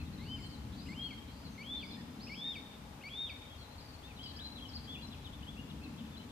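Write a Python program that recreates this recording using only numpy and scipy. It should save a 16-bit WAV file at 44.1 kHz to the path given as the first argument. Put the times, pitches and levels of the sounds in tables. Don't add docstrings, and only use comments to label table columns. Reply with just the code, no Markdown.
import sys
import numpy as np
from scipy import signal
from scipy.fft import rfft, irfft
from scipy.io import wavfile
from scipy.ndimage import uniform_filter1d

SR = 44100
rng = np.random.default_rng(int(sys.argv[2]) if len(sys.argv) > 2 else 0)


def wrap_up_sound(samples):
    columns = np.atleast_2d(samples).T
    tamed = np.clip(columns, -1, 1)
    steps = np.round(tamed * 32767).astype(np.int16)
    wavfile.write(sys.argv[1], SR, steps)


N = 278271
TIME = np.arange(N) / SR


def undb(db):
    return 10 ** (np.asarray(db) / 20)


def unit(x):
    return x / np.sqrt(np.mean(x ** 2))


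def place(x, left_db):
    return x * undb(np.array([[left_db], [-left_db]]) / 2)


def walk(rate_hz):
    f = np.arange(N // 2 + 1) * SR / N
    return unit(irfft(rfft(rng.standard_normal(N)) * np.exp(-(f / rate_hz) ** 2), N))


# f/Hz, correlation
COHERENCE = [(60, .99), (250, .96), (500, .65), (1000, .15), (3000, 0)]

def stereo_noise(spectrum):
    log_f = np.log(np.arange(N // 2 + 1) * SR / N + 1)
    hz, db = np.transpose(spectrum)
    gain = undb(np.interp(log_f, np.log(hz), db, left=-80, right=-80))
    like_hz, like = np.transpose(COHERENCE)
    corr = np.interp(log_f, np.log(like_hz), like)
    mid, side = (irfft(rfft(rng.standard_normal(N)) * gain * np.sqrt(1 + s * corr), N) for s in (1, -1))
    return unit(np.array([mid + side, mid - side]))


# f/Hz, relative density/dB
RUMBLE_SPECTRUM = [(12, -84), (20, -24), (46, -9), (70, 2), (150, -7.5), (200, -63), (330, -120)]
DRONE_SPECTRUM = [(82, -37), (140, -2), (238, 2), (299, -3.5), (360, -18.5), (470, -15.5), (790, -120)]
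TYRE_SPECTRUM = [(330, -3.5), (480, -5), (700, -3), (1000, -4.5), (1500, -14)]
# t/s, level/dB
RUMBLE_ENVELOPE = [(0.0, -46.5), (2.26, -57), (5.51, -51.5), (6.2, -54)]
DRONE_ENVELOPE = [(0.0, -48), (0.72, -50), (0.88, -47), (1.42, -54.5), (1.46, -48), (1.65, -54.5),
                  (1.93, -49), (3.53, -61.5), (5.03, -52), (5.15, -55), (5.92, -47.5), (6.31, -53)]

def traffic(trim_db=.5):
    rumble = stereo_noise(RUMBLE_SPECTRUM) * undb(trim_db + np.interp(TIME, *np.transpose(RUMBLE_ENVELOPE)))
    drone = stereo_noise(DRONE_SPECTRUM) * undb(trim_db + np.interp(TIME, *np.transpose(DRONE_ENVELOPE)))
    tyres = stereo_noise(TYRE_SPECTRUM) * undb(-64.5 + walk(.33))
    return place(rumble + drone, left_db=3) + place(tyres, left_db=9.5)


# f/Hz, relative density/dB
WHINE_SPECTRUM = [(805, -50), (838, -3), (870, -19)]

def machine():
    return place(stereo_noise(WHINE_SPECTRUM) * undb(-71.5), left_db=9.5)


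# f/Hz, relative density/dB
AIR_SPECTRUM = [(250, 6), (350, -3.5), (500, -2), (700, -6), (850, -2.5), (1200, -5.5), (1800, -8.5),
                (3000, -9), (4500, -13), (6000, -16.5), (10000, -22), (14000, -22.5), (15500, -30)]

def air():
    return place(stereo_noise(AIR_SPECTRUM) * undb(-57), left_db=2.5)


def grove(x, near_db, tail_db, near_s=.025, left_lag_s=0, path_sets=3, t60_s=.89):
    t = TIME[:SR]
    branches = rng.standard_normal((2, SR)) * np.exp(-t / near_s) * (t > .002)
    near = undb(near_db) * unit(branches) / np.sqrt(SR)
    near[0, round(left_lag_s * SR)] += 1
    near[1, 0] += 1
    out = signal.fftconvolve(x[None], near, axes=1)[:, :N]
    fade = undb(-60 * t / t60_s) * (1 - np.exp(-t / .02))
    for _ in range(path_sets):
        tail = undb(tail_db) * unit(rng.standard_normal((2, SR)) ** 3 * fade) / np.sqrt(path_sets * SR)
        out += walk(18) * signal.fftconvolve(x[None], tail, axes=1)[:, :N]
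    return out


# t/s, length/s, f/Hz, level/dB
LISP_NOTES = [(0.37, 0.086, 7400, -69.5), (0.458, 0.015, 8700, -60.5), (.84, 0.096, 7580, -67),
              (1.474, 0.1, 6200, -69.5)]

def canopy_bird(width_hz=450):
    out = 0
    for start, length, hz, db in LISP_NOTES:
        swell = np.sin(np.pi * np.clip((TIME - start) / length, 0, 1))
        out = out + undb(db) * swell * np.sin(2 * np.pi * hz * TIME)
    return place(grove(out * walk(width_hz), near_db=-2, tail_db=2, near_s=.016), left_db=1)


# start/s, end/s, rate/(notes/s), f/Hz, level/dB
TWITTER_SPELLS = [(0, 0.118, 17.3, 4110, -61), (0.49, .55, 30, 4240, -59), (3.769, 3.93, 26, 4560, -59.5),
                  (4.171, 4.311, 21, 3740, -58.5), (5.949, 6.3, 11.8, 3220, -61.5)]

def twitter(length_s=.03):
    notes = []
    for start, end, rate, hz, db in TWITTER_SPELLS:
        chance = rng.standard_normal((16, 3))
        for t, (late, high, slide) in zip(np.arange(start, end, 1 / rate), chance):
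            notes.append((t + .13 * late / rate, length_s, hz * (1 + .0435 * high), -450 + 345 * slide, db))
    return notes


# t/s, length/s, mid f/Hz, slide/Hz, level/dB
SLURRED_NOTES = [ (0, 0.022, 2640, -220, -55.5), (0.417, 0.059, 4420, -600, -57.5),
                 (.785, .042, 4030, -480, -59), (1.011, 0.077, 4330, 456, -57.5),
                 (1.444, 0.039, 4260, -600, -57.5), (1.906, 0.046, 4110, -800, -54),
                 (1.966, 0.051, 1870, -60, -61), (2.438, 0.054, 1860, 0, -63),
                 (3.475, 0.084, 3320, -5, -59.5), (3.577, 0.082, 4210, -600, -59.5),
                 (3.654, 0.113, 4090, 202, -68), (4.029, 0.048, 3590, 500, -56.5),
                 (4.076, 0.049, 2620, -450, -59), (4.189, 0.048, 3250, 300, -49.5),
                 (4.226, 0.048, 3187, -350, -49), (4.227, 0.096, 4550, -1150, -54),
                 (4.332, .11, 1726, -320, -65), (4.362, 0.019, 4810, 100, -51.5),
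                 (4.388, 0.031, 3570, 998, -49.5), (4.4, 0.098, 4080, 229, -50.5),
                 (4.5, 0.078, 4040, -160, -57.5), (4.559, 0.045, 3460, -1080, -54),
                 (4.608, .056, 3254, -250, -50.5), (4.685, 0.024, 5030, -1090, -56.5),
                 (4.732, 0.024, 4780, 1350, -52), (4.749, .028, 4690, -1000, -46.5),
                 (4.873, 0.092, 3440, 230, -49), (4.925, 0.044, 2980, -1100, -55),
                 (4.964, 0.045, 2790, 500, -56), (5.017, 0.047, 4090, -51, -52.5),
                 (5.068, 0.025, 5370, -1500, -61), (5.109, 0.045, 3330, -1800, -56),
                 (5.244, 0.035, 3520, -1000, -52), (5.328, 0.028, 3480, 348, -56),
                 (5.419, 0.019, 2890, 620, -56.5), (5.466, 0.047, 3380, 450, -51.5),
                 (5.567, 0.045, 2837, 180, -54.5), (5.699, .022, 3500, -1300, -57.5),
                 (5.817, 0.054, 2696, -1.5, -57), (5.833, 0.027, 4180, -750, -59),
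                 (5.984, 0.028, 3440, -1350, -58.5), (6.141, 0.028, 3350, -850, -60.5),
                 (6.167, 0.017, 4000, 450, -52.5)]

def bird_slurs(bow_hz=168.5):
    out, quaver = np.zeros(N), walk(300)
    for start, length, mid_hz, slide_hz, db in SLURRED_NOTES + twitter():
        i = np.flatnonzero((TIME >= start) & (TIME < start + length))
        u = (TIME[i] - start) / length
        strain = np.interp(mid_hz, [4100, 4600], [0, 1]) * np.interp(db, [-62, -55], [.1, 1])
        scratch = (.011 + .022 * strain) * quaver[i]
        hz = (mid_hz + slide_hz * (u - .5) - bow_hz * (2 * u - 1) ** 2) * (1 + scratch)
        out[i] += undb(db) * np.sin(np.pi * u) ** .3 * np.sin(2 * np.pi * np.cumsum(hz) / SR)
    out *= undb(2.5 + 1.5 * walk(120))
    return place(grove(out, near_db=-6, tail_db=-6, left_lag_s=.00009), left_db=4)


RAMP = np.linspace(0, 1, 24)

def stroke(start, length, hz, db):
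    return np.column_stack(np.broadcast_arrays(start + length * RAMP, hz, db))


def contours(calls, edge_s):
    t, hz, db = np.concatenate(calls).T
    order = np.argsort(t)
    pitch = uniform_filter1d(np.interp(TIME, t[order], hz[order]), size=400)
    gate = sum(np.clip(np.minimum(TIME - c[0][0], c[-1][0] - TIME) / edge_s + .5, 0, 1) for c in calls)
    return pitch, gate * undb(np.interp(TIME, t[order], db[order]))


def far_call(start, rise_s, hold_s, top_hz, db, foot_hz=3670, sag_hz_per_s=600, fade_db_per_s=19):
    foot, held_s = (1 - RAMP) ** 2, hold_s * RAMP
    climb = stroke(start, rise_s, top_hz + (foot_hz - top_hz) * foot, db + .5 * foot)
    hold = stroke(start + rise_s, hold_s, top_hz - sag_hz_per_s * held_s, db - fade_db_per_s * held_s)
    return np.vstack([climb, hold])


# t/s, rise/s, hold/s, top f/Hz, level/dB
FAR_CALLS = [(0.177, 0.21, .045, 5050, -65.5), (0.719, 0.14, .05, 5050, -64),
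             (1.273, 0.13, .055, 4850, -69), (1.758, 0.14, .07, 5050, -64.5),
             (2.196, 0.061, 0.15, 5293, -59.5)]

def far_whistler():
    hz, gain = contours([far_call(*row) for row in FAR_CALLS], edge_s=.0033)
    hoarse = np.interp(hz, [4000, 4600, 5050], [.05, .024, .01])
    phase = 2 * np.pi * np.cumsum(hz * (1 + hoarse * walk(610))) / SR
    noise_band = undb(-8) * walk(450) * np.sin(2 * np.pi * np.cumsum(.9 * hz) / SR)
    tone = gain * (np.sin(phase) + noise_band) * undb(2.5 + 2.5 * walk(90))
    return place(grove(tone, near_db=-2, tail_db=-3, left_lag_s=.00025), left_db=-1)


def lead_in(call_start, db, length_s=.022, gap_s=.00294, from_hz=2380, to_hz=3070):
    return stroke(call_start - gap_s - length_s, length_s, from_hz + (to_hz - from_hz) * RAMP, db)


def begging_call(start, rise_s, fall_s, top_hz, top_db, low_db):
    open_s, jump_s, close_s = .052, .006, .0318
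    u, low_hz = RAMP, 1409 + .23 * top_hz
    crest = start + open_s + jump_s + rise_s
    squareness = .29 / rise_s
    depth_db = top_db - (low_db - 8)
    foot = (1 - u) ** 2
    opening = stroke(start, open_s, low_hz + 280 * (u - .5), low_db + 1.5 * (u - .5))
    rise_hz = top_hz * (1 - .17 * (1 - u) ** squareness)
    rise = stroke(crest - rise_s, rise_s, rise_hz, top_db - depth_db * foot)
    fall = stroke(crest, fall_s, top_hz * (1 - .18 * u ** squareness), top_db - depth_db * u ** 2)
    close = stroke(crest + fall_s + jump_s, close_s, low_hz + 225.5 * (foot - .3), low_db + 4 - 12.5 * u)
    return np.vstack([opening, rise, fall, close])


# t/s, rise/s, fall/s, top f/Hz, top level/dB, low-register level/dB, lead-in level/dB
BEGGING_CALLS = [(0.191, 0.092, .042, 3092, -46.5, -61.5, -82),
                 (0.885, 0.1, 0.061, 3253, -43.5, -54.5, -59.5), (1.578, .132, .057, 3564, -41, -52, -72),
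                 (2.293, .145, .055, 3682, -40.5, -49.5, -54), (3.035, 0.14, 0.059, 3695, -41, -49, -57.5)]

def raptor(buzz_hz=145):
    calls = [begging_call(*row[:-1]) for row in BEGGING_CALLS]
    chirps = [lead_in(row[0], row[-1]) for row in BEGGING_CALLS]
    hz, gain = contours(calls + chirps, edge_s=.006)
    top_hz = np.interp(TIME, [c[:, 0].mean() for c in calls], [c[:, 1].max() for c in calls])
    rasp = np.exp(-((hz / top_hz - .84) / .08) ** 2)
    buzz = np.sin(2 * np.pi * np.cumsum(buzz_hz * (1 + .15 * walk(40))) / SR)
    shake = .003 * walk(150) + rasp * (.028 * buzz + .022 * walk(400))
    phase = 2 * np.pi * np.cumsum(hz * (1 + shake)) / SR
    octave_db = np.interp(2 * hz, [4700, 5100, 6400], [-10, -24, -48])
    tone = np.sqrt(2) * gain * (np.sin(phase) + undb(octave_db) * np.sin(2 * phase))
    tone *= undb(1.2 * walk(150) + 3 * rasp * buzz)
    return place(grove(tone, near_db=-8.5, tail_db=-7, path_sets=5), left_db=2.5)


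def scene():
    return raptor() + far_whistler() + bird_slurs() + canopy_bird() + traffic() + machine() + air()


def record(dry):
    return signal.sosfilt(signal.ellip(10, .2, 70, 15700, fs=SR, output="sos"), dry)


dry = scene()
out = record(dry)
wrap_up_sound(out)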